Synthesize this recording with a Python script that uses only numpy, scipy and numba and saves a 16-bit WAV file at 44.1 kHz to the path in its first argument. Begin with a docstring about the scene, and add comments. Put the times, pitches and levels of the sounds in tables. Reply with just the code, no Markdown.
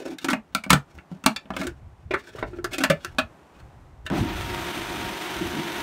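"""A distant valley hush and a light, boomy scrape: on a breezy balcony a plastic lid slides on a bowl's rim.
Knocks, scrapes and a latch follow as a hand fits the lid to the food processor. Blows and friction ring
the shell modes, and the air in the bowl booms lower as the gap under the lid closes. Then a switch clicks
and a mains motor whirls a blade through leaves: rough noise pulsing with the turn, a growl and a thin whine.
Low, shaped noise swells for gusts on the microphone and for thumps of the table under some knocks."""
import sys
import numpy as np
from scipy import signal
from scipy.fft import rfft, irfft
from scipy.io import wavfile
from scipy.ndimage import uniform_filter1d
from numba import njit

SR = 44100
rng = np.random.default_rng(int(sys.argv[2]) if len(sys.argv) > 2 else 0)


def linear_from_db(decibels):
    """Turn decibels (scalar or array-like) into linear amplitude factors; 0 gives 1."""
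    return 10 ** (np.asarray(decibels, float) / 20)


def put_to_file(sound):
    """Save the sound as 16-bit audio at rate SR, in the file named by the first command-line argument."""
    columns = np.atleast_2d(sound).T  # one column per channel
    safe = np.clip(columns, -1, 1)
    whole_steps = np.round(safe * 32767)
    wavfile.write(sys.argv[1], SR, whole_steps.astype(np.int16))


N = 256662
T = np.arange(N) / SR

# distant hush, spectrum before scaling: f/Hz, level/dB
VALLEY_COLOUR = [(88, -27.5), (150, 3.5), (226, -3.5), (328, 0.5), (475, -5), (805, -1.5), (4950, -26),
                 (5460, -25), (12700, -31), (16000, -40.5)]
# swells of low noise, gusts and table thumps together: start t/s, length t/s, level/dB
LOW_SWELLS = [(0.294, 0.12, -59), (0.523, 0.046, -55), (0.721, .06, -44.5), (1.2, .1, -60),
              (1.547, 0.032, -42.5), (1.697, 0.027, -36), (1.84, 0.024, -37.5), (2.066, 0.035, -36),
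              (2.416, 0.085, -34), (2.59, 0.12, -39), (2.89, 0.067, -45), (3.095, 0.15, -40),
              (3.626, 0.02, -40), (3.76, 0.9, -43), (4.156, .43, -30), (4.782, 0.31, -38.5),
              (5.359, 0.144, -37.5), (5.76, .1, -43)]
# low thumps of the table under the knocks: start t/s, length t/s, level/dB
TABLE_THUMPS = [LOW_SWELLS[i] for i in (1, 2, 10)]
# gusts on the microphone: start t/s, length t/s, level/dB
GUSTS = [row for row in LOW_SWELLS if row not in TABLE_THUMPS]
# spectrum of gusts and thumps before scaling: f/Hz, level/dB
LOW_COLOUR = [(12, -33), (20, 3.5), (77, -7.5), (129, -12), (189, -23.5), (242, -32), (400, -54),
              (520, -71.5), (880, -120)]
# lid sliding on the rim: start t/s, length t/s, scrape level/dB, boom level/dB relative to the scrape
SLIDES = [(-.02, 0.069, -47.5, 9), (0.051, 0.089, -44, 11.5), (0.203, 0.067, -44, -10),
          (0.864, 0.12, -58, -4.5), (0.957, .06, -61, -8.5), (1.1, 0.099, -67, 19), (1.545, .15, -46.5, 12),
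          (2.17, 0.38, -58, -2), (2.16, 0.059, -52, -0.5), (2.234, 0.074, -47.5, -1), (2.325, .1, -48, 0.5),
          (2.446, 0.09, -56.5, 8), (2.543, 0.053, -50, 6), (2.717, 0.046, -32, -2), (2.969, 0.17, -51, -6),
          (3.541, 0.037, -54.5, -4.5), (3.582, 0.033, -53.5, -8), (4.05, .02, -49.5, 4),
          (1.752, 0.048, -63.5, 0), (1.977, 0.076, -68, -3.5), (0.517, 0.031, -55.5, 4)]
# modes of bowl and lid: f/Hz, level/dB, decay by 60 dB under a blow t/s
SHELL_MODES = [(582, -6, .014), (644, -9, 0.047), (930, -5.5, .01), (1243, -3.5, 0.0073), (1410, 1, 0.0099),
               (1535, 2.5, 0.0063), (1725, -4, 0.0066), (2190, -3, 0.0095), (2316, -4.5, 0.011),
               (2523, -5, 0.022), (2840, -2, 0.0065), (3290, -7, 0.0073), (3570, -4.5, 0.01),
               (4230, -7.5, 0.012), (5400, -10.5, 0.0056), (5230, -10, 0.009), (6490, -14.5, 0.023)]
# air in the bowl, lower as the gap under the lid closes: t/s, f/Hz
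BOWL_AIR = [(0, 460), (.15, 288), (.29, 275), (.33, 211.5), (.7, 192), (.735, 136), (1.12, 168),
            (1.262, 210.3), (1.62, 198), (1.67, 346), (2.1, 362.6), (2.43, 417), (2.53, 334), (2.73, 362.5),
            (2.9, 154.5), (3.05, 345), (3.19, 222.6), (4.06, 374.5), (4.1, 243)]
# knocks of lid on bowl, the last two from the switch:
# t/s, clack level/dB, treble and boom level/dB relative to the clack, contact decay constant t/ms
BLOWS = [(0.184, -32, -5, -45, 3.7), (0.244, -22, -2.5, 0.5, 5.5), (0.284, -15.5, -11.5, -3, 5.3),
         (0.3, -19, -3.5, -3, 10.6), (0.331, -15.5, -13, 0, 3.4), (0.549, -15, -1.5, -8.5, 1.56),
         (0.637, -27, -8.5, -13, 5.2), (0.664, -35.5, -17.5, 7.5, 0.47), (0.696, -21, -7, -31, 10.6),
         (0.704, -2.7, -2.5, -10, 2.1), (0.73, -5.5, -5, -7.5, 3.3), (0.985, -38, -22.5, -8, 3.4),
         (1.115, -42.5, -16, 16, 1.1), (1.239, -30, -7, -2.2, 2.6), (1.261, -7, -2.2, -2.5, 2.9),
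         (1.361, -21.5, -12.5, -41.5, 4.1), (1.455, -45.5, -29.5, 6, 3.4), (1.504, -23.5, -30.5, -1, 2.2),
         (1.536, -31.5, -24, -5, 5), (1.565, -22, -9.5, -21, 3.9), (1.613, -22.5, -11, -6, 5.7),
         (1.631, -32.5, -3.5, 1, 9.6), (1.668, -27, -1.6, 0.5, 5.4), (2.108, -20, -27, -0.7, 9.6),
         (2.137, -14, -23, -4, 8.1), (2.35, -35, -36, 5.5, 36), (2.384, -32, -24, -12, 7.9),
         (2.426, -20, -40, -1.7, 4.6), (2.531, -40.5, -22, 9.5, 12), (2.586, -38, -28, 11, 4),
         (2.643, -20.5, -4.5, -3.5, 5), (2.731, -23.5, -5, -27, 13), (2.782, -23.5, 0, 0, 5.2),
         (2.804, -19.5, -12, -3, 14), (2.836, -10, -6, -11, 5.9), (2.85, -22, -22, -3, 0.69),
         (2.899, -8, -12, -5, 7.3), (3.047, -25, -3, -11.5, 2), (3.184, -10.5, -13.5, -10, 7.2),
         (4.063, -25.5, -11, -23, 4.2), (4.1, -27, -13, -14, 1.8)]
# low jolts of the base on the table, one at the switch, one as the blade takes load:
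# t/s, level/dB, f/Hz, decay by 60 dB t/s
BASE_JOLTS = [(4.054, -26, 90, 0.028), (4.208, -14.5, 106.5, .12)]
# spectrum of churning leaves before scaling: f/Hz, level/dB
CHURN_COLOUR = [(180, -49.5), (300, -9), (348, 0.5), (470, -17.5), (713, -9), (774, -17), (930, -8),
                (1030, -12.5), (1340, -9.5), (1750, -11), (3520, -14), (4500, -21.5), (4910, -22.5),
                (7900, -29.5), (13800, -28), (16000, -30.5)]
# resonances that the churning excites: f/Hz, width f/Hz, level/dB relative to the churn
CASING_MODES = [(1372, 225, -18.5), (2190, 30, -30.5), (3620, 54, -29), (5246, 150, -30.5),
                (6060, 223, -23), (8620, 260, -27), (9100, 300, -35)]
# bowl wall resonances: f/Hz, width f/Hz, level/dB before scaling
WALL_MODES = [(340, 61, -4.5), (184, 106, -5.5)]
# leaves bunch up and slap the bowl wall: t/s, level/dB above the wall's usual
LEAF_CLUMPS = [(4.7, 2.8), (5.0, 5.1), (5.42, 10), (5.57, 7.7)]
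# rotor-slot whine at full speed: offset from the slot tone in multiples of RIPPLE_HZ, rms level/dB
WHINE_LINES = [(-4, -55), (-3, -56), (-2, -47), (-1, -53), (0, -45), (1, -55)]
# overall tone, microphone colour and then a steep band limit near 15.8 kHz: f/Hz, level/dB
TONE_AND_BAND_LIMIT = [(20, -25.5), (45, -6.5), (70, 1), (9500, -2.5), (10500, -9), (11500, -4),
                       (15720, -6), (15900, -60.5)]

VALLEY_DB, CALM_DB = -57.5, -72.5  # hush, and the low noise between swells
SWELL_RISE_DB_PER_S, SWELL_FALL_DB_PER_S = 204.5, 140
SLIDE_EDGE = 0.69  # share of a slide's length that each ramp lasts, centred on its start or end
SLIDE_TREBLE_DB = -16
SLIDE_RING = 1.8  # a light touch lets the modes ring this much longer than under a blow
# a blow that moves much air lands on the dome and rings low; a blow on the stiff rim rings high
CLACK_HZ, OCTAVES_PER_BOOM_DB = 1450, -.035
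OCTAVES_PER_TREBLE_DB = .02  # a soft, dull blow also favours the low modes
ATTACK_SHARE = 0.33  # attack constant as a share of the contact's decay constant
START_S, RUN_DB, WALL_DB, TREBLE_DB = 4.1, -32.5, -41, 2  # RUN_DB is ahead of the speed factor
# unloaded, the blade overshoots, bites into the leaves at LOAD_S, bogs down and recovers
LOAD_S, OVERSHOOT_DB, BOG_DB, RECOVER_S = 4.18, 5.5, -5.5, 0.113
START_DULL_DB, START_WALL_DB, SETTLE_S = -10.5, 17, 0.13
BOG_DULL_DB, BOG_S = -7, 4.3  # the treble sags most a moment after the bite
CLUMP_S = 0.056
# slot tone and shaft rate at full speed; ripple at twice the mains rate
SLOT_HZ, RIPPLE_HZ, SHAFT_HZ, HUM_DB = 932.3, 100, 23.8, -55
BALCONY_T60_S, BALCONY_DB = 0.13, -10.5
CEILING = .8  # amplitude that the loudest peaks bend towards


def unit(x):
    """Scale to rms 1."""
    return x / np.sqrt(np.mean(x ** 2))


def colour(x, points):
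    """Shape the spectrum by f/Hz, level/dB points, joined on a log frequency axis."""
    hz, db = np.transpose(points)
    f = np.maximum(np.arange(len(x) // 2 + 1) * SR / len(x), 1)
    return irfft(rfft(x) * linear_from_db(np.interp(np.log(f), np.log(hz), db)), len(x))


def walk(rate):
    """Random levels held 1 / rate s and slewed twice; rms 1."""
    k = int(SR / rate)
    steps = np.repeat(rng.standard_normal(N // k + 1), k)
    return unit(uniform_filter1d(uniform_filter1d(steps, k), k)[:N])


def grit(rough):
    """Dense clicks of very uneven size, more uneven as rough rises."""
    return unit(rng.standard_normal(N) * linear_from_db(rough * rng.exponential(size=N)))


@njit
def svf(x, hz, width):
    """Band-pass with a moving centre and a gain of 1 there."""
    y, b, l = np.empty(len(x)), 0., 0.  # b and l: band and low-pass states
    for i in range(len(x)):
        g, k = np.tan(np.pi * hz[i] / SR), width / hz[i]
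        v = (b + g * (x[i] - l)) / (1 + g * (g + k))
        b, l, y[i] = 2 * v - b, l + 2 * g * v, k * v
    return y


def resonate(x, peaks):
    """Sum of fixed resonances, neighbours in opposite phase."""
    out = 0
    for k, (hz, width, db) in enumerate(peaks):
        out = out + (-1) ** k * linear_from_db(db) * unit(svf(x, np.full(N, 1. * hz), 1. * width))
    return out


def bright(x, hz):
    """High-pass, rolling off towards the top."""
    return colour(x, [(hz / 2, -30), (hz, 0), (9000, -5), (16000, -13)])


def valley_hush():
    """Distant hush of the valley: shaped noise that wanders slowly in level."""
    return linear_from_db(VALLEY_DB + 2.5 * walk(2.0)) * unit(colour(rng.standard_normal(N), VALLEY_COLOUR))


def gusts_and_thumps():
    """Low noise that swells as the breeze buffets the microphone and as the table thumps under knocks."""
    swell_levels = []
    for s, length, db in GUSTS + TABLE_THUMPS:
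        rise = SWELL_RISE_DB_PER_S * np.maximum(s - T, 0)
        fall = SWELL_FALL_DB_PER_S * np.maximum(T - s - length, 0)
        swell_levels.append(db - rise - fall)
    swell_db = np.max(swell_levels, axis=0)
    low_noise = unit(colour(rng.standard_normal(N), LOW_COLOUR))
    return (linear_from_db(swell_db) + linear_from_db(CALM_DB)) * low_noise


def slide():
    """Rim friction, catching and slipping, feeds the shell modes and the bowl's air."""
    touch, air = np.zeros(N), np.zeros(N)
    for s, length, db, boom_db in SLIDES:
        inside = np.minimum(T - s, s + length - T)
        press = np.clip(inside / (SLIDE_EDGE * length) + .5, 0, 1) ** 2
        touch += press * linear_from_db(db)
        air += press * linear_from_db(db + boom_db)
    slip_db, patch_db, rough = 4, 6.5, 2.8
    rub = unit(grit(rough) * linear_from_db(slip_db * walk(90)))
    # the contact wanders round the rim, so each mode comes and goes
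    shell = np.zeros(N)
    for hz, db, t60 in SHELL_MODES:
        width = np.log(1000) / np.pi / (SLIDE_RING * t60)
        shell += linear_from_db(patch_db * walk(24.95)) * resonate(rub, [(hz, width, db)])
    hiss = unit(colour(rub, [(2500, -24.5), (5000, -0.5), (16000, -3.5)]))
    hiss = linear_from_db(SLIDE_TREBLE_DB + slip_db * walk(52)) * hiss
    boom = unit(svf(rub, np.interp(T, *np.transpose(BOWL_AIR)), 74.0))
    return touch * (unit(shell) + hiss) + air * boom


def knocks():
    """A short rattling contact rings the shell, spits treble and sets the air in the bowl booming."""
    out, t = np.zeros(N + SR), T[:SR // 4]
    # nine randomly detuned copies of each mode spread the clack into a dense, less tonal knock
    hz, db, t60 = np.repeat(np.array(SHELL_MODES), 9, axis=0).T[:, :, None]
    spread = .11
    for s, clack_db, treble_db, boom_db, ms in BLOWS:
        tune, side = rng.uniform(-1.1, 1, (2, len(hz), 1))
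        noise = rng.standard_normal((2, len(t)))
        contact = (1 - np.exp(-t * 1000 / (ATTACK_SHARE * ms))) * np.exp(-t * 1000 / ms)
        # where the blow lands favours the modes near its centre
        centre_hz = CLACK_HZ * 2 ** (OCTAVES_PER_BOOM_DB * boom_db + OCTAVES_PER_TREBLE_DB * treble_db)
        weight_db = db - 4 * np.log2(hz / centre_hz) ** 2
        modes = np.sin(2 * np.pi * hz * (1 + spread * tune) * t) * np.sign(side)
        ring = (linear_from_db(weight_db) * modes * 1000. ** (-t / t60)).sum(0)
        # a fainter, longer rattle trails the contact
        rattle = contact + 0.07 * 1000. ** (-t / 0.11)
        clack = signal.fftconvolve(noise[0] * rattle, ring)[:len(t)]
        spit = bright(noise[1], 3200) * (contact + 0.13 * 1000. ** (-t / 0.064))
        # the boom starts sharp and sags to its pitch
        boom_hz = np.interp(s + 0.0061, *np.transpose(BOWL_AIR))
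        sag = np.cumsum(1 + 0.11 * np.exp(-t / 0.012)) / SR
        boom = np.sin(2 * np.pi * boom_hz * sag)
        boom *= (1 - np.exp(-t / 0.0013)) * 1000. ** (-t * boom_hz / 18)
        boom = colour(boom, [(40, -19.5), (110, -2.5), (16000, 1)])
        i = int(s * SR)
        for part, part_db in ((clack, 0), (spit, treble_db), (boom, boom_db)):
            # equal energy for every part ahead of its level
            out[i:i + len(t)] += linear_from_db(clack_db + part_db) * part / np.sqrt(np.sum(part ** 2) / 150)
    return out[:N]


def motor():
    """Leaves churn with each turn against the bowl; the rotor growls, then whines as it reaches speed."""
    on, loaded = np.maximum(T - START_S, 0), np.clip((T - LOAD_S) / 0.056, 0, 1)
    spin_up = on / (LOAD_S - START_S)
    speed = np.tanh((on / .09) ** 2)
    turn = 2 * np.pi * np.cumsum(speed) / SR

    bog_db = BOG_DB * np.exp(-np.maximum(T - LOAD_S, 0) / RECOVER_S)
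    churn_db = RUN_DB + (1 - loaded) * OVERSHOOT_DB * np.minimum(spin_up, 1) + loaded * bog_db
    treble_db = TREBLE_DB + START_DULL_DB * np.maximum(1 - spin_up, 0)
    treble_db = treble_db + BOG_DULL_DB * np.exp(-((T - BOG_S) / 0.041) ** 2)
    sweep_db = 0.76 * np.cos(SHAFT_HZ * turn + 1.3 * walk(0.62)) + 0.57 * np.cos(2 * SHAFT_HZ * turn)
    shreds = grit(2.3) * linear_from_db(0.81 * walk(150))
    churn = unit(colour(shreds, CHURN_COLOUR)) + resonate(grit(2.3), CASING_MODES)
    high = svf(churn, np.full(N, 9000.), 8800.0)
    churn = unit(churn + (linear_from_db(treble_db) - 1) * high)
    churn *= (0.42 + 0.63 * speed) * linear_from_db(churn_db + sweep_db + 0.46 * walk(30))

    wall_db = WALL_DB + START_WALL_DB * np.exp(-on / SETTLE_S)
    for s, db in LEAF_CLUMPS:
        wall_db = wall_db + db * np.exp(-((T - s) / CLUMP_S) ** 2)
    wall = linear_from_db(wall_db + 3.2 * walk(23)) * unit(resonate(grit(2.3), WALL_MODES))

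    whine, waver_db = np.zeros(N), 2.2
    for k, db in WHINE_LINES:
        line = np.sin(SLOT_HZ * turn + 2 * np.pi * k * RIPPLE_HZ * T)
        whine += linear_from_db(db + waver_db * walk(15)) * line
    hum = linear_from_db(HUM_DB) * np.sin(2 * np.pi * 2 * RIPPLE_HZ * T)

    # the inrush current makes the rotor growl, rough and rising, until it is at speed
    rise_s, width = .1, 900.
    growl_hz = 300 + 550 * np.minimum(on / rise_s, 1)
    growl = unit(svf(svf(grit(0.95), growl_hz, width), growl_hz, width))
    growl *= linear_from_db(-28.5) * np.minimum(on / 0.016, 1) * np.exp(-(on / rise_s) ** 6)

    jolts = np.zeros(N)
    for s, db, hz, t60 in BASE_JOLTS:
        decay = 1000. ** (-np.maximum(T - s, 0) / t60)
        jolts += linear_from_db(db) * (T > s) * np.sin(2 * np.pi * hz * (T - s)) * decay

    leaves = np.minimum(on / .04, 1) * churn + np.minimum(on / 0.016, 1) * wall
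    return leaves + growl + jolts + np.sqrt(2) * speed ** 8 * (whine + hum)


def scene():
    """Table, panel and wall give the hand's sounds a short dull tail; all other layers stay dry."""
    background = valley_hush() + gusts_and_thumps()
    hand = slide() + knocks()
    t = T[:SR // 3]
    tail = colour(rng.standard_normal(len(t)), [(200, 7), (1500, 3.0), (8000, -7)])
    tail *= 1000. ** (-t / BALCONY_T60_S) * (t > .003)
    wet = signal.fftconvolve(hand, tail / np.sqrt(np.sum(tail ** 2)))[:N]
    return (hand + linear_from_db(BALCONY_DB) * wet + motor() + background)[None]


def low_pass(x):
    """Removes everything above the highest recorded frequency."""
    return signal.sosfilt(signal.butter(12, 16830, fs=SR, output="sos"), x)


def record(dry):
    """A phone microphone colours the mix, a steep band limit cuts the top, and the loudest peaks round off."""
    heard = colour(dry[0], TONE_AND_BAND_LIMIT)[None]
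    mix = CEILING * np.tanh(heard / CEILING)
    return low_pass(mix)


dry = scene()
out = record(dry)
put_to_file(out)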